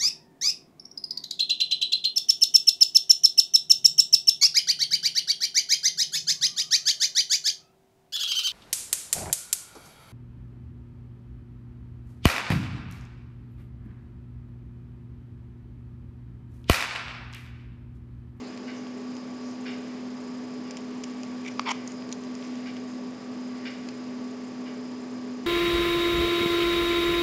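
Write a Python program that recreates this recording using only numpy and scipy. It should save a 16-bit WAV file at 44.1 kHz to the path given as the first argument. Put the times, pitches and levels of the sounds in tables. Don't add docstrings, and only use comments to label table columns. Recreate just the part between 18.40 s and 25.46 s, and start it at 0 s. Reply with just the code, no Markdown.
import sys
import numpy as np
from scipy import signal
from scipy.fft import rfft, irfft, next_fast_len
from scipy.io import wavfile
from scipy.ndimage import uniform_filter1d

SR = 44100
rng = np.random.default_rng(int(sys.argv[2]) if len(sys.argv) > 2 else 0)


def natural_amplitude(level_db):
    exponent = np.asarray(level_db, float) / 20
    return 10 ** exponent


def unload_audio(sound):
    columns = np.transpose(np.atleast_2d(sound))
    steps = np.round(np.clip(columns, -1, 1) * 32767)
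    wavfile.write(sys.argv[1], SR, steps.astype(np.int16))


N = 311430

# f/Hz, level per Hz/dB
FAN_AIR = [(18, -88), (110, -17), (260, -8), (416, -24.5), (483, -13), (1230, -22), (1600, -53),
           (3520, -110)]
# f/Hz, width/Hz, level/dB
FAN_ROOM = [(208.4, 38, -54), (246.9, 36, -50), (313.6, 52, -51), (402.5, 41.6, -50.5), (588.4, 63, -58)]
# f/Hz, rms level/dB
HUM = [(120.1, -61), (209.1, -53.5), (400, -58), (427.9, -52.5), (1140.9, -58.5)]
# t/s, level/dB
DRONE = [(0, -39), (0.18, -42), (0.27, -36), (0.49, -40), (0.6, -37.5), (1.16, -39), (1.32, -36),
         (1.65, -38.5), (2.18, -37), (2.3, -40), (2.8, -36.5), (3.46, -38), (4.23, -36.5), (4.68, -37),
         (4.8, -42.5), (4.91, -36.5), (5.6, -37.8), (7.06, -36.8)]
FAN_DB, DRONE_HZ, DRONE_WAVER_DB = -47, 249.65, .5

# f/Hz, level per Hz/dB
HISS = [(500, -7), (1200, -2.5), (1600, -1), (2300, -3), (3500, -9), (5000, -7), (6200, -11), (7600, -19)]
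# offset from the centre/steps, level/dB
WHINE = [(-3.19, -13), (-2, -12), (-1, -11), (0, 0), (.245, -9), (1, -13), (3, -11), (4, -13)]
# f/Hz, width/Hz, level/dB
BUZZ_BAND = [(6580, 500, 0.0074), (7480, 330, 0)]
HISS_DB, WHINE_DB, BUZZ_DB = -52, -63.5, -66
WHINE_HZ, WHINE_STEP_HZ = 4986, 119.43
FRAME_HZ, BUZZ_START, BUZZ_SHARE = 30, .06, .62

# t/s, length/s, level/dB
RUSTLE = [
    (-0.4, .8, -53),
    (0.95, .9, -56),
    (1.9, 1.9, -56.5),
    (3.65, .95, -54),
    (4.7, 1.5, -59),
]
# f/Hz, width/Hz, level/dB
RUSTLE_BODY = [(2200, 820, 3), (4180, 1500, -2), (6200, 2900, -8)]
# t/s, length/s, f/Hz, level/dB
BRUSHES = [(0.0, .12, 4180, -52.5), (0.206, .15, 4500, -57), (0.327, .09, 5950, -57.5),
           (1.002, .16, 5960, -57.5), (2.25, 0.16, 5000, -64), (3.102, 0.032, 5600, -55),
           (3.432, 0.15, 6500, -62.5), (3.999, .1, 5600, -58), (4.455, 0.11, 6500, -62.5),
           (5.08, .38, 1940, -56.5), (0.28, .035, 2000, -50), (3.33, .25, 2000, -57)]

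# t/s, peak level/dB, ring f/Hz, brightness/dB
TICKS = [(0.176, -36, 4250, -10), (0.469, -41, 3300, -17), (0.7524, -44, 5800, 6), (0.767, -38, 5700, -3),
         (2.309, -28.5, 5600, -1), (2.3701, -31.5, 5540, -5), (2.3755, -38, 5540, -9),
         (2.556, -46, 2200, -19), (2.637, -28, 5600, -5), (2.640, -29, 5600, -3), (2.699, -42.5, 5460, 5),
         (2.8333, -32, 5270, -3), (2.851, -44, 5500, 15), (3.476, -27.5, 5700, 18), (3.5, -42, 6700, -13),
         (3.519, -36, 5970, 10), (3.6232, -38, 4000, -16), (3.6916, -37, 4800, -6),
         (3.7173, -34.5, 4600, -1), (3.7259, -26, 3550, 14), (3.7262, -28, 6300, 12),
         (3.8372, -38.5, 6000, -5), (3.952, -35.5, 5500, 8), (4.0256, -38, 2700, -15),
         (4.05, -40, 5500, -8), (4.1556, -37, 5570, -2), (4.3675, -35.5, 5000, -18), (4.4, -44, 6500, 5),
         (5.488, -29.5, 4500, -7)]
TICK_T60_S, T60_S_PER_DB = .012, .0006
HOLLOW_DB, HOLLOW_SHARE, BRIGHT_DB, BRIGHT_SHARE = -6, .6, -7, .45

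# t/s, level/dB, bright part level/dB, rise/s
CLOCK = [
    (0.264, -40, -12, 0.03),
    (1.254, -37.5, -7, 0.011),
    (2.255, -48, -7, .02),
    (3.254, -39.5, -5, 0.009),
    (4.256, -44, -8, 0.006),
    (5.251, -38.5, -8, 0.004),
    (6.252, -44.5, -19, .02),
]
# f/Hz, width/Hz, level/dB
CLOCK_CASE = [(1550, 260, 2.5), (1980, 230, 1.5), (2314, 380, 2), (2540, 150, -8.5), (2840, 290, 0)]
# f/Hz, width/Hz, level/dB
CLOCK_GEARS = [(3490, 300, -3.5), (4170, 920, -3), (4320, 850, 0.5), (5460, 250, -2.5)]
CLOCK_RATTLE_S, ROOM_T60_S, BRIGHT_T60_S = 0.018, 0.61, 0.39

# t/s, peak level/dB
SLIPS = [(3.0500, -34.5), (3.0560, -36), (3.0600, -38), (3.0625, -33), (3.0652, -28), (3.0735, -38),
         (3.0775, -35), (3.0805, -31), (3.0822, -26), (3.0865, -33), (3.0895, -38)]
# f/Hz, level/dB, t60/s
SLIP_RING = [(2300, 1, 0.01), (2680, -13, 0.0066), (3200, -11, .006), (5600, -17.5, .006),
             (6500, -14, .006)]
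# f/Hz, width/Hz, level/dB
SQUEAK_BODY = [(2150, 850, 1.5), (3240, 1200, -8), (5600, 2400, -9)]
# t/s, level/dB
SCRAPE = [(3.250, -60), (3.261, -35), (3.277, -31), (3.285, -31), (3.292, -25), (3.298, -33),
          (3.306, -25.5), (3.320, -27), (3.326, -70)]
# f/Hz, width/Hz, level/dB
SCRAPE_BODY = [(707, 290, -14), (976, 220, 2), (1260, 300, -9), (2200, 470, -6), (3160, 670, -12),
               (4600, 1200, -21.5)]
# f/Hz, width/Hz, level/dB
SCRAPE_END_BODY = [(1840, 190, -11.5), (3340, 380, -3), (5600, 620, 5.5), (6520, 820, 1.5), (7430, 430, -3)]
DRAGS_FROM_S, DRAGS_TO_S = 3.0, 3.4
RUB_DB, RUB_RISE_S, RUB_FALL_S = -11, .0015, .002
GRIP_DB, GRIP_DB_PER_S, GRIP_FULL_S = -10, 330, 3.319

# t/s, peak level/dB
KNOCK = (3.1946, -12)
# f/Hz, level/dB, t60/s
KNOCK_MODES = [(1176, 3.5, 0.0093), (1650, -7, 0.007), (2260, -3, 0.007), (3140, -9, 0.006),
               (3850, -7, 0.005), (4600, -4, .006), (5600, -6, 0.0054)]

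HANDS_ROOM_DB = -19.5
SAMPLING_HZ = 16000
# f/Hz, level/dB
ANTI_ALIAS = [(20, -2), (7400, 1.5), (7600, -7), (7700, -8), (7830, -23.5), (8000, -35.5)]
# f/Hz, level/dB
IMAGE = [(8000, -3), (8400, -6), (9000, -16), (9600, -28), (10000, -42), (10400, -70), (12000, -90)]
# f/Hz, width/Hz
NOTCHES = [(3935, 30), (5220, 30), (5905, 30)]


def rms_one(x):
    return x / np.sqrt(np.mean(x ** 2) + 1e-20)


def at_hz(points, hz):
    f, db = np.array(points).T
    return np.interp(np.log(hz + 1), np.log(f), db)


def level(rows):
    s, db = np.transpose(rows)
    return natural_amplitude(np.interp(np.arange(N) / SR, s, db, left=-200, right=-200))


def drift(rate):
    r = np.exp(-80 * np.pi * rate / SR)
    noise = rng.standard_normal(N // 40 + 4002)
    slow = signal.lfilter([1], [1, -2 * r, r * r], noise)[4000:]
    return np.interp(np.arange(N) / 40, np.arange(len(slow)), rms_one(slow - slow.mean()))


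def coloured(spectrum):
    size = next_fast_len(N)
    hz = np.fft.rfftfreq(size, 1 / SR)
    white = rfft(rng.standard_normal(size))
    return rms_one(irfft(white * natural_amplitude(at_hz(spectrum, hz)), size)[:N])


def resonate(x, hz, width):
    r = np.exp(-np.pi * width / SR)
    poles = [1, -2 * r * np.cos(2 * np.pi * hz / SR), r * r]
    return signal.lfilter([(1 - r * r) / 2, 0, (r * r - 1) / 2], poles, x)


def body(x, peaks, sharp=False):
    out = 0
    for k, (hz, width, db) in enumerate(peaks):
        ring = resonate(x, hz, width)
        if sharp:
            ring = resonate(ring, hz, width)
        out = out + (-1) ** k * natural_amplitude(db) * ring
    return out


def grains(per_s, spread_db):
    sizes = natural_amplitude(spread_db * np.minimum(rng.exponential(1, N), 4))
    sizes = sizes * rng.choice([-1, 1], N)
    return sizes * (rng.random(N) < per_s / SR) + 1e-18


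def stroke(s, length):
    return np.sin(np.pi * np.clip((np.arange(N) / SR - s) / length, 0, 1))


def fan():
    t, air = np.arange(N) / SR, rng.standard_normal(N)
    out = natural_amplitude(FAN_DB) * coloured(FAN_AIR)
    for hz, width, db in FAN_ROOM:
        out += natural_amplitude(db) * rms_one(resonate(resonate(air, hz, width), hz, width))
    for hz, db in HUM:
        out += np.sqrt(2) * natural_amplitude(db + drift(1.5)) * np.sin(2 * np.pi * hz * t + .3 * drift(1.2))
    drone_level = natural_amplitude(1.2 + DRONE_WAVER_DB * drift(4)) * level(DRONE)
    return out + np.sqrt(2) * drone_level * np.sin(2 * np.pi * DRONE_HZ * t + 0.23 * drift(1.2))


def camera():
    t = np.arange(N) / SR
    carrier = 2 * np.pi * WHINE_HZ * t + 1.44 * drift(1.7)
    whine = sum(natural_amplitude(db) * np.sin(carrier + 2 * np.pi * k * WHINE_STEP_HZ * t + k ** 2) for k, db in WHINE)
    whine = np.sqrt(2) * natural_amplitude(WHINE_DB + 1.5 * drift(8)) * whine
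    reading = 1. * ((t * FRAME_HZ - BUZZ_START) % 1 < BUZZ_SHARE)
    reading = uniform_filter1d(reading, size=90)
    buzz = rms_one(body(rng.standard_normal(N), BUZZ_BAND))
    buzz = natural_amplitude(BUZZ_DB + 1.9 * drift(24)) * reading * buzz
    return natural_amplitude(HISS_DB) * coloured(HISS) + whine + buzz


def rustle():
    rub = grains(4000, spread_db=0.0)
    motion = sum(natural_amplitude(db) * stroke(s, length) ** 2 for s, length, db in RUSTLE)
    out = natural_amplitude(-2.5) * motion * rms_one(body(rub, RUSTLE_BODY))
    for s, length, hz, db in BRUSHES:
        span = slice(max(round(s * SR), 0), round((s + length) * SR))
        brush = rms_one(body(rub[span], [(hz, .3 * hz, 0)], sharp=True))
        out[span] += natural_amplitude(db) * stroke(s, length)[span] * brush
    return out


def ticks():
    out, t = np.zeros(N), np.arange(1500) / SR
    chatter = rng.standard_normal((len(TICKS), len(t)))
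    chatter[:, 0] = 8.2
    for (s, peak_db, hz, brightness_db), shake in zip(TICKS, chatter):
        t60 = max(TICK_T60_S + T60_S_PER_DB * (peak_db + 40), .002)
        shake = shake * natural_amplitude(-60 * t / t60)
        parts = [(hz, 2200, 0),
                 (2600, 1800, HOLLOW_DB - HOLLOW_SHARE * brightness_db),
                 (6600, 1200, BRIGHT_DB + BRIGHT_SHARE * brightness_db)]
        tick = sum(natural_amplitude(db) * rms_one(body(shake, [(f, width, 0)], sharp=True)) for f, width, db in parts)
        at = round(s * SR)
        out[at:at + len(t)] += natural_amplitude(peak_db + 3.5) * tick / np.abs(tick).max()
    return signal.sosfilt(signal.butter(4, 6900, fs=SR, output="sos"), out)


def clock():
    since, dull, bright = np.arange(SR) / SR, np.zeros(N + SR), np.zeros(N + SR)
    for s, db, bright_db, rise_s in CLOCK:
        rise, at = natural_amplitude(db) * (1 - np.exp(-since / rise_s)), round(s * SR)
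        dull[at:at + SR] += rise * (1.16 * np.exp(-since / CLOCK_RATTLE_S) + natural_amplitude(-60 * since / ROOM_T60_S))
        bright[at:at + SR] += rise * natural_amplitude(bright_db - 60 * since / BRIGHT_T60_S)
    band = signal.butter(2, [1300, 5600], "band", fs=SR, output="sos")
    rattle = signal.sosfilt(band, grains(4000, spread_db=2.2))
    case = rms_one(body(rattle, CLOCK_CASE) + 0.95 * body(rattle, CLOCK_CASE, sharp=True))
    gears = rms_one(body(rattle, CLOCK_GEARS))
    return 0.69 * dull[:N] * case + bright[:N] * gears


def squeak():
    out, t = np.zeros(N), np.arange(1000) / SR
    luck = rng.standard_normal((len(SLIPS), len(SLIP_RING), 3))
    for (s, peak_db), draws in zip(SLIPS, luck):
        at = round(s * SR)
        for (hz, db, t60), (strength, pitch, phase) in zip(SLIP_RING, draws):
            fade = natural_amplitude(peak_db + db + 1.5 + strength - 60 * t / t60) * (1 - np.exp(-t / .0006))
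            out[at:at + len(t)] += fade * np.sin(2 * np.pi * hz * (1 + .03 * pitch) * t + 2 * phase)
    return out


def drags():
    out, span = squeak(), slice(round(DRAGS_FROM_S * SR), round(DRAGS_TO_S * SR))
    t, slips = (np.arange(N) / SR)[span], grains(3500, spread_db=2.6)[span]
    grip = natural_amplitude(GRIP_DB + GRIP_DB_PER_S * np.minimum(t - GRIP_FULL_S, 0))
    scrape = rms_one(body(slips, SCRAPE_BODY, sharp=True))
    scrape = scrape + grip * rms_one(body(slips, SCRAPE_END_BODY, sharp=True))
    scrape = scrape / (.5 + .5 * np.sqrt(uniform_filter1d(scrape ** 2, size=260)))
    swell = 0
    for s, db in SLIPS:
        distance = np.maximum((s - t) / RUB_RISE_S, (t - s) / RUB_FALL_S)
        swell = swell + natural_amplitude(db + RUB_DB) * np.exp(-distance)
    rub = rms_one(body(slips, SQUEAK_BODY, sharp=True))
    out[span] += swell * rub + level(SCRAPE)[span] * scrape
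    return out


def knock():
    out, t = np.zeros(N), np.arange(2000) / SR
    rings = sum(natural_amplitude(db - 60 * t / t60) * np.sin(2 * np.pi * hz * t) for hz, db, t60 in KNOCK_MODES)
    crack = rms_one(body(rng.standard_normal(len(t)), [(2600, 4500, 0)], sharp=True))
    crack = natural_amplitude(-8 - 60 * t / 0.008) * crack
    at = round(KNOCK[0] * SR)
    out[at:at + len(t)] = natural_amplitude(KNOCK[1]) * (rings + crack) * (1 - np.exp(-t / .0003))
    return signal.sosfilt(signal.butter(2, [600, 6000], "band", fs=SR, output="sos"), out)


def room(x):
    t = np.arange(round(.4 * SR)) / SR
    tail = rng.standard_normal(len(t)) * natural_amplitude(-60 * t / BRIGHT_T60_S) * (t > .003)
    tail = resonate(tail, 2100, 3000)
    return signal.fftconvolve(x, tail / np.sqrt(np.sum(tail ** 2)))[:N]


def scene():
    hands = ticks() + drags() + knock()
    near = hands + natural_amplitude(HANDS_ROOM_DB) * room(hands) + rustle()
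    return (near + clock() + fan() + camera())[None]


def top_cut(x):
    return signal.sosfilt(signal.butter(12, 15500, fs=SR, output="sos"), x)


def record(dry):
    size = next_fast_len(N)
    hz = np.fft.rfftfreq(size, 1 / SR)
    gaps = np.prod([1 - 0.74 / (1 + ((hz - f) / width * 2) ** 2) for f, width in NOTCHES], axis=0)
    low = rfft(dry[0], size) * natural_amplitude(at_hz(ANTI_ALIAS, hz)) * gaps * (hz < SAMPLING_HZ / 2)
    mirror = np.clip(np.round((SAMPLING_HZ - hz) * size / SR).astype(int), 0, None)
    image = np.conj(low[mirror]) * natural_amplitude(at_hz(IMAGE, hz)) * (hz >= SAMPLING_HZ / 2)
    mix = irfft(low + image, size)[:N] + natural_amplitude(-94) * rng.standard_normal(N)
    return top_cut(mix[None])


dry = scene()
out = record(dry)
unload_audio(out)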